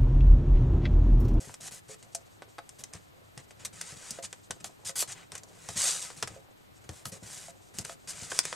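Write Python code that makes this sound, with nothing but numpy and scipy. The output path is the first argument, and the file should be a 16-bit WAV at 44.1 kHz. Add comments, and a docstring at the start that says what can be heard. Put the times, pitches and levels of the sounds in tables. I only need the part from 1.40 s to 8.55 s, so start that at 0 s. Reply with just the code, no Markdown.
"""Foil paper is folded by two hands on a table in a small room, close to a stereo microphone.
Short rubbing strokes and one long sweep are coloured noise of tiny slips, brighter when faster.
The foil buckles in sharp snaps and small crinkles: noise cracks with ragged flutters.
Fingertips land with soft low thumps, and knocks ring the table top as decaying sines.
A short room tail follows; a faint hum and steady hiss lie in the background."""
import sys
import numpy as np
from scipy import signal
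from scipy.fft import rfft, irfft, next_fast_len
from scipy.io import wavfile

SR = 44100
rng = np.random.default_rng(int(sys.argv[2]) if len(sys.argv) > 2 else 0)


def wav_record(signal):
    """Record a signal, one row per channel, as 16-bit PCM in the file named by sys.argv[1]."""
    frames = np.transpose(np.atleast_2d(signal))
    bounded = np.clip(frames, -1, 1)
    # unit amplitude maps onto the largest positive 16-bit level
    quanta = np.round(bounded * 32767).astype(np.int16)
    wavfile.write(sys.argv[1], SR, quanta)


N = 315315
TIME = np.arange(N) / SR

# shorter rubbing strokes; sharpness is low for a flat finger pad, high for a nail on the edge:
# (start [s], rise [s], fall [s], hiss drive at the crest [dB], contact sharpness [dB])
RUBBING_STROKES = [(0.0, 0.01, 0.13, -49, 4), (.204, 0.077, 0.009, -42, 3.5), (.309, 0.013, 0.071, -46, 6),
                   (0.481, 0.029, 0.038, -47, 0.5), (0.624, 0.0036, 0.0082, -50.5, 0),
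                   (1.385, 0.013, 0.021, -49.5, 8.5), (1.528, 0.019, 0.028, -52.5, -14),
                   (1.972, 0.019, 0.019, -54.5, -17), (2.193, 0.015, 0.043, -54.5, -17),
                   (2.249, 0.0049, 0.0095, -31, 2.5), (2.328, 0.18, 0.045, -46.5, -3),
                   (2.558, 0.13, 0.11, -46.5, -1.5), (2.824, 0.026, 0.012, -37.5, -1.5),
                   (3.201, 0.0079, 0.0045, -49, -3), (3.241, 0.0045, 0.033, -43, 7),
                   (3.448, 0.027, 0.034, -36.5, 3), (3.555, 0.063, 0.016, -29.5, 9),
                   (3.675, 0.053, 0.0075, -40, -4), (3.749, 0.028, 0.065, -56.5, -23),
                   (3.918, 0.033, 0.043, -52.5, -12), (4.76, 0.017, 0.047, -48, 1),
                   (4.865, 0.015, 0.1, -55, -7), (5.438, .005, .012, -57, -5),
                   (5.491, 0.079, 0.062, -54.5, 5.5), (5.651, 0.0068, 0.042, -46.5, 15),
                   (5.717, 0.0072, 0.052, -46, 3), (5.828, 0.11, 0.17, -45.5, 3),
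                   (6.338, 0.075, 0.016, -48, 3), (6.44, 0.078, 0.025, -48, 3),
                   (6.673, 0.03, 0.021, -37, 1.5), (6.731, .11, 0.079, -43.5, -1.5),
                   (6.898, 0.089, 0.015, -38.5, -1), (7.029, 0.02, 0.12, -42.5, -8)]
# the long sweep along the fold, its speed given as hiss drive: (time [s], level [dB])
FOLD_SWEEP = [(4.08, -68), (4.092, -67), (4.28, -52.5), (4.288, -46.5), (4.354, -48), (4.368, -32.5),
              (4.472, -26), (4.614, -42.5), (4.622, -36.5), (4.76, -59.5)]
# the foil buckles; brightness is the step from one part of the sheet to the next smaller:
# (time [s], level [dB], brightness [dB], share of energy in the first crack [0-1])
FOIL_SNAPS = [(.0945, -48.5, -26, 0.07), (.1413, -43, 6, 0.33), (.7485, -31, 13, 0.1),
              (1.0209, -44, -6.5, 0.25), (1.1827, -44, -4.5, 0), (1.1885, -43.5, -8.5, 0.64),
              (1.2918, -46, 9.5, 0.3), (1.4378, -39, 9.5, 0.4), (1.5359, -43.5, 7, 0.7),
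              (1.9768, -45, 4.5, 0.6), (2.1077, -51, -1, .15), (2.412, -34.5, 7, 0.07),
              (2.7072, -34.5, 29, 0.33), (2.7866, -45, -7, 0.02), (2.9281, -40.5, 4, 0.14),
              (3.1076, -32.5, 3.5, 0.08), (3.2435, -37, 2.5, 0.37), (3.454, -47, 10, .75),
              (3.4932, -38.5, 6, 0.08), (3.6249, -35, 0, 0.5), (3.9192, -42.5, 3.5, 0.1),
              (3.9527, -38.5, 5, 0.04), (3.9775, -44, 12, .02), (4.034, -48.5, 13, 0.2),
              (4.2886, -38, 4, 0.3), (4.702, -45.5, -4, 0), (4.8263, -28, 1.5, 0.28),
              (4.8744, -39, 2.5, 0.2), (5.4913, -42.5, 1.5, 0.02), (5.6546, -37.5, 3, 0.04),
              (6.3861, -32, 8.5, 0.03), (6.4493, -37.5, 4, 0.04), (6.4949, -43, -1.5, 0.08),
              (6.9179, -35, -8, 0.18), (6.99, -19, 7, 0.88), (7.0532, -32, 5, 0.7),
              (7.1275, -34.5, -3, 0.6)]
# resonances of the sheet, a negative boost being a dip: (frequency [Hz], width [Hz], boost [dB])
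SHEET_RESONANCES = [(785, 60, 1.5), (1271, 16, 6.5), (1810, 460, 2), (4760, 210, 2.5), (7220, 890, -2)]
# how much the resting fingers shift, less while the fold is held down: (time [s], share [0-1])
FINGER_UNREST = [(5.0, 0.83), (5.12, .6), (5.42, 0.48), (5.5, 0.92)]
# firm presses of a fingertip on the table: (time [s], level of the push [dB])
FINGER_PRESSES = [(.072, -48), (1.548, -48.5), (1.973, -50.5), (2.523, -50.5), (2.707, -51), (3.099, -48.5),
                  (4.287, -46.5), (4.357, -44), (4.825, -46.5), (4.9, -50), (5.491, -41.5), (5.653, -46.5),
                  (5.722, -46.5), (5.823, -49.5), (6.384, -42.5), (6.821, -48.5)]
# touches that ring the table top: (time [s], drive level [dB], contact hardness [Hz])
TABLE_KNOCKS = [(.002, -53.5, 570), (0.494, -45, 450), (.749, -43, 730), (1.19, -44, 800),
                (2.786, -43, 616), (3.107, -51, 695), (3.494, -47.5, 604), (4.289, -44, 760),
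                (4.962, -48, 550), (5.723, -49.5, 545), (6.083, -47, 683), (6.496, -46, 656)]
# modes of the table top before the hands damp it: (frequency [Hz], relative level [dB], t60 [s])
TABLE_TOP_MODES = [(431, -2, 0.27), (538.4, 3.5, 0.2), (678, 6, 0.13), (837, 9.5, 0.03), (1070, -20, .07)]
# spectra of foil hiss, sheet rustle, hand rumble and background: (frequency [Hz], relative level [dB])
FOIL_HISS_SPECTRUM = [(1200, -38.5), (2500, -12.5), (4000, -5.5), (5500, -3), (7000, 3), (8500, 1),
                      (10000, -10), (12500, -51), (15500, -47)]
SHEET_RUSTLE_SPECTRUM = [(120, -33), (300, -16.5), (550, 0), (900, -1.5), (1600, 0.5), (2400, 0.5),
                         (4000, -6), (8000, -44)]
HAND_RUMBLE_SPECTRUM = [(25, 0), (70, -18), (170, 13.5), (250, -17), (430, -1), (900, -27.5)]
BACKGROUND_SPECTRUM = [(25, -18), (60, -10.5), (105, -4), (220, -14.5), (450, -19.5), (1000, -20),
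                       (4000, -26), (8000, -41.5), (13500, -28), (15000, -51)]
# stereo width of the table scene and of the background: (frequency [Hz], side re mid [dB])
TABLE_WIDTH = [(60, -33), (300, -17), (700, -13), (1300, -15), (2400, -31), (4400, -25), (6500, -19),
               (8200, -5.5), (15000, -2.5)]
BACKGROUND_WIDTH = [(60, -9.5), (300, 12.5), (1000, 7), (12000, -3.5)]

SWELL_DB, FADE_DB = 7, 8   # a stroke starts and ends this far under its crest
# a faster rub is brighter: drive at the usual speed, and dB gained for each dB of hiss
USUAL_HISS_DB = -41.5
RUSTLE_DB, RUSTLE_GROWTH = -52, 0.72
SIZZLE_DB, SIZZLE_GROWTH = -58, 1
RUSTLE_LOSS = 0.36   # dB of rustle lost for each dB of sharpness
FLAP_DB = -1.5   # the folded flap, re the dB mean of whole sheet and foil skin
SNAP_SPAN_S = 0.01   # span over which the rms of a snap is set
# every short stroke begins with a fingertip landing softly
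LANDING_DB, LANDING_LAG_S = -57.5, 0.00602
FLOOR_DB = -62.5   # background hiss, rms of the mid
HUM_HZ, HUM_DB = 101.5, -72.5   # HUM_DB is the rms about which the hum wavers
CUTOFF_HZ = 15900


def from_db(db):
    """Decibels to gain."""
    return 10 ** (np.asarray(db) / 20)


def rms_one(x):
    """Scale to rms 1."""
    return x / np.sqrt(np.mean(x ** 2) + 1e-20)


def energy_one(x):
    """Scale to a total energy of 1."""
    return x / np.sqrt(np.sum(x ** 2) + 1e-20)


def add(track, s, sound):
    """Mix a short sound into a track at s seconds."""
    at = int(np.clip(round(s * SR), 0, N - 1))
    track[at:at + len(sound)] += sound[:N - at]


def colour(x, points):
    """Filter a sound by a curve of (frequency [Hz], level [dB]) points."""
    hz, level_db = np.transpose(points)
    size = next_fast_len(len(x))
    bins = np.maximum(np.fft.rfftfreq(size, 1 / SR), 1)
    gain = from_db(np.interp(np.log(bins), np.log(hz), level_db))
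    return irfft(rfft(x, size) * gain, size)[:len(x)]


def band(x, low_hz, high_hz, order=2):
    """Causal band-pass."""
    edges = [low_hz, min(high_hz, SR / 2 - 1)]
    return signal.sosfilt(signal.butter(order, edges, "band", fs=SR, output="sos"), x)


def drift(rate):
    """A random wander of rms 1, joined by straight lines between `rate` new values a second."""
    knots = rng.standard_normal(N // 20)
    return rms_one(np.interp(TIME * rate, np.arange(len(knots)), knots))


def dying_noise(decay_s, size=4096):
    """A burst of noise that falls by 1/e in decay_s."""
    return rng.standard_normal(size) * np.exp(-TIME[:size] / decay_s)


def stroke_speed(grip_s=0.0016, release_s=0.0053):
    """Strokes grip, swell to a crest and let go, beside the sweep: hiss drive, and sharpness in dB."""
    sweep_s, sweep_db = np.transpose(FOLD_SWEEP)
    sweeping = (TIME > sweep_s[0]) & (TIME < sweep_s[-1])
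    speed = from_db(np.interp(TIME, sweep_s, sweep_db)) * sweeping
    weighted_sharpness = np.zeros(N)
    t = TIME[:SR]
    for start, rise_s, fall_s, crest_db, sharp_db in RUBBING_STROKES:
        marks = np.cumsum([0, abs(rise_s), abs(fall_s)])
        grip = np.clip(t / grip_s, 0, 1)
        release = np.exp(-np.clip((t - marks[-1]) / release_s, 0, 20))
        under_crest_db = np.interp(t, marks, [SWELL_DB, 0, FADE_DB])
        stroke = grip * release * from_db(crest_db - under_crest_db)
        add(speed, start, stroke)
        add(weighted_sharpness, start, stroke * sharp_db)
    return speed, weighted_sharpness / (speed + 1e-9)


def friction(per_s, spread_db, smooth):
    """Countless tiny slips of uneven size over a smooth hiss."""
    slips = (rng.random(N) < per_s / SR) * rng.choice([-1, 1], N)
    sizes = from_db(spread_db * np.minimum(rng.exponential(1, N), 4))
    return rms_one(rms_one(slips * sizes) + smooth * rng.standard_normal(N))


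def under_hand(x, path_s=0.000875, sway=0.277):
    """A moving hand reflects a little sound from close by, so shallow peaks wander through it."""
    lag = SR * path_s * np.exp(sway * drift(9))   # samples
    reflection = np.interp(np.arange(N) - lag, np.arange(N), x)
    return x + 0.32 * reflection


def rubbing(hiss, body, sizzle, rumble_gain_db=-42, rumble_growth=0.36):
    """The foil hisses and sizzles at its edge, the sheet rustles and the hand rumbles on the table."""
    foil_slips = friction(per_s=2200, spread_db=3.6, smooth=0.85)
    foil_hiss = hiss * rms_one(colour(foil_slips, FOIL_HISS_SPECTRUM))
    edge_sizzle = sizzle * rms_one(band(foil_slips, 9150, 12240))
    skin = under_hand(foil_hiss + edge_sizzle)
    sheet_slips = friction(per_s=1000, spread_db=2.5, smooth=0.88)
    rustle = rms_one(colour(sheet_slips, SHEET_RUSTLE_SPECTRUM))
    sheet = body * under_hand(rustle, path_s=0.001723)
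    # the rumble grows more slowly than the rustle
    rumble_strength = body ** rumble_growth * from_db(rumble_gain_db)
    rumble = rumble_strength * rms_one(colour(rng.standard_normal(N), HAND_RUMBLE_SPECTRUM))
    return skin + sheet + rumble


def crinkles(speed, per_s=22, level_db=-54, spread_db=5, bright_db=2, bright_spread_db=10,
             share=0.3, growth=0.65):
    """Small creases give way at random, louder under a fast finger; rows like those of FOIL_SNAPS."""
    place, size, tint = rng.random((400, 3))[:int(per_s * N / SR)].T
    s = place * N / SR
    pace_db = 20 * np.log10(np.interp(s, TIME, speed) + 1e-9) - USUAL_HISS_DB
    levels_db = level_db + growth * pace_db + spread_db * (2 * size - 1)
    brights_db = bright_db + bright_spread_db * (2 * tint - 1)
    return np.transpose([s, levels_db, brights_db, np.full(len(s), share)])


def ragged(burst, lump_s=0.001063, lump_db=4):
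    """Neighbouring creases give way one after another, so a burst comes in uneven lumps."""
    lumps = rng.standard_normal(len(burst))
    lump_curve = np.interp(TIME[:len(burst)] / lump_s, np.arange(len(lumps)), lumps)
    return burst * from_db(lump_db * lump_curve)


def snaps(buckles, crack_s=0.00073):
    """A buckle is a sharp crack and a flutter, which dies sooner in small stiff parts than in the sheet."""
    out = np.zeros(N)
    for s, level_db, bright_db, share in buckles:
        share = np.clip(share, 0, 1)
        balance = energy_one(from_db([-bright_db, FLAP_DB, bright_db]))
        sheet, flap, skin = from_db(level_db) * balance
        # strength, band edges, flutter decay [s]
        parts = [(sheet, dict(low_hz=360, high_hz=1380), 0.0075),
                 (flap, dict(low_hz=1340, high_hz=4470), 0.0055),
                 (skin, dict(low_hz=5340, high_hz=8670), 0.0052)]
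        for strength, edges, flutter_s in parts:
            crack = energy_one(band(dying_noise(crack_s), **edges))
            flutter = energy_one(band(ragged(dying_noise(flutter_s)), **edges))
            buckle = energy_one(np.sqrt(share) * crack + np.sqrt(1 - share) * flutter)
            add(out, s, strength * np.sqrt(SNAP_SPAN_S * SR) * buckle)
    return out


def fidgeting(whisper_db=-67.5, bumps_db=-65, bumps_per_s=70, bump_s=0.012, spread_db=3):
    """Resting fingers shift a little: a foil whisper and dull bumps, softer while the fold is held down."""
    unrest = np.interp(TIME, *np.transpose(FINGER_UNREST))   # scales both levels
    whisper_noise = rms_one(colour(rng.standard_normal(N), FOIL_HISS_SPECTRUM))
    whisper = from_db(whisper_db + 3.8 * drift(45)) * whisper_noise
    touches = (rng.random(N) < bumps_per_s / SR) * from_db(spread_db * rng.standard_normal(N))
    # each touch decays by 1/e in bump_s
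    fading = signal.lfilter([1], [1, -np.exp(-1 / (bump_s * SR))], touches + 1e-18)
    bumps = from_db(bumps_db) * rms_one(band(fading * rng.standard_normal(N), 310, 790))
    return unrest * (whisper + bumps)


def sheet_ring(x):
    """The sheet on the table colours the sound with a few resonances."""
    for hz, width_hz, boost_db in SHEET_RESONANCES:
        resonance = signal.lfilter(*signal.iirpeak(hz, hz / width_hz, fs=SR), x)
        x = x + (from_db(boost_db) - 1) * resonance
    return x


def thumps(decay_s=0.019, span_s=0.024, pat_db=-9):
    """A soft fingertip gives the table a dull push with a little pat on top."""
    out = np.zeros(N)
    landings = [(start + LANDING_LAG_S, LANDING_DB) for start, *_ in RUBBING_STROKES]
    for s, level_db in [*FINGER_PRESSES, *landings]:
        push = energy_one(band(dying_noise(decay_s), 74, 177))
        pat = energy_one(band(dying_noise(decay_s), 300, 730))
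        strength = from_db(level_db) * np.sqrt(span_s * SR)   # push level is its rms over span_s
        add(out, s, strength * (push + from_db(pat_db) * pat))
    return out


def knocks(reach=0.17, damping=0.47):
    """A firmer touch rings the modes that suit the contact; the resting hands damp them unevenly."""
    out, t = np.zeros(N), TIME[:SR // 2]
    for s, level_db, contact_hz in TABLE_KNOCKS:
        for k, (hz, mode_db, t60) in enumerate(TABLE_TOP_MODES):
            match = 1 / (1 + (np.log(hz / contact_hz) / reach) ** 2)
            fall_db = 60 * t / t60 * (1 + damping * rng.random())
            strength = (-1) ** k * match * from_db(level_db + mode_db - fall_db)   # signs alternate
            add(out, s, strength * np.sin(2 * np.pi * hz * t))
    return out


def stereo(source, width, left_db=0.47):
    """A spread source: the mid both microphone ports share, and a side opposite in sign between them."""
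    mid = source()
    side = colour(source(), width)
    return np.array([mid + side, mid - side]) * from_db([[left_db], [-left_db]])


def desk_echoes(x, echo_db=-13, decay_s=0.0029):
    """Table and wall send back a cluster of early reflections that gives the treble a fixed fine colour."""
    late_enough = TIME[:4096] > 0.002
    cluster = band(dying_noise(decay_s) * late_enough, 2500, 12000, order=1)
    echoes = signal.oaconvolve(x, energy_one(cluster)[None], axes=1)[:, :N]
    return (x + from_db(echo_db) * echoes) / np.hypot(1, from_db(echo_db))


def room(x, t60=0.1, room_db=-15, first_s=0.0092):
    """A small furnished room answers with a short, slightly dull tail, separate at each microphone port."""
    t = TIME[:SR // 2]
    noise = band(rng.standard_normal((2, len(t))), 60, 8500, order=1)
    tails = noise * from_db(-60 * t / t60) * (t > first_s)
    answers = [signal.oaconvolve(port, energy_one(tail))[:N] for port, tail in zip(x, tails)]
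    return from_db(room_db) * np.array(answers)


def background():
    """Steady wide hiss and a low hum, a sine of slightly wavering level."""
    hiss = stereo(lambda: rms_one(colour(rng.standard_normal(N), BACKGROUND_SPECTRUM)), BACKGROUND_WIDTH)
    hum_level = from_db(HUM_DB + 1.3 * drift(6.7))
    hum = hum_level * np.sqrt(2) * np.sin(2 * np.pi * HUM_HZ * TIME)
    return from_db(FLOOR_DB) * hiss + hum


def scene(judder_db=0.5, waver_db=0.5, glide_db=-34):
    """Foil and table in the room; slow fingers stick and slip, fast ones glide."""
    speed, sharp_db = stroke_speed()
    sticking = 1 / (1 + speed / from_db(glide_db))
    hiss = speed * from_db(judder_db * drift(120) + sticking * waver_db * drift(45))
    pace = hiss / from_db(USUAL_HISS_DB)
    # a sharper contact rustles less and sizzles more
    body = from_db(RUSTLE_DB - RUSTLE_LOSS * sharp_db) * pace ** RUSTLE_GROWTH
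    sizzle = from_db(SIZZLE_DB + sharp_db) * pace ** SIZZLE_GROWTH
    buckles = [*FOIL_SNAPS, *crinkles(speed)]

    def foil_source():
        """All sounds of the foil, coloured by the sheet's resonances."""
        return sheet_ring(rubbing(hiss, body, sizzle) + snaps(buckles) + fidgeting())

    foil = stereo(foil_source, TABLE_WIDTH)
    table = stereo(thumps, TABLE_WIDTH, left_db=1.9) + knocks()   # knocks sit in the middle
    near = desk_echoes(foil) + table
    return near + room(near) + background()


def record(dry):
    """Sharp peaks are softly rounded and the top is cut steeply."""
    rounded = np.tanh(dry)
    return signal.sosfilt(signal.ellip(10, 0.1, 80, CUTOFF_HZ, fs=SR, output="sos"), rounded)


dry = scene()
out = record(dry)
wav_record(out)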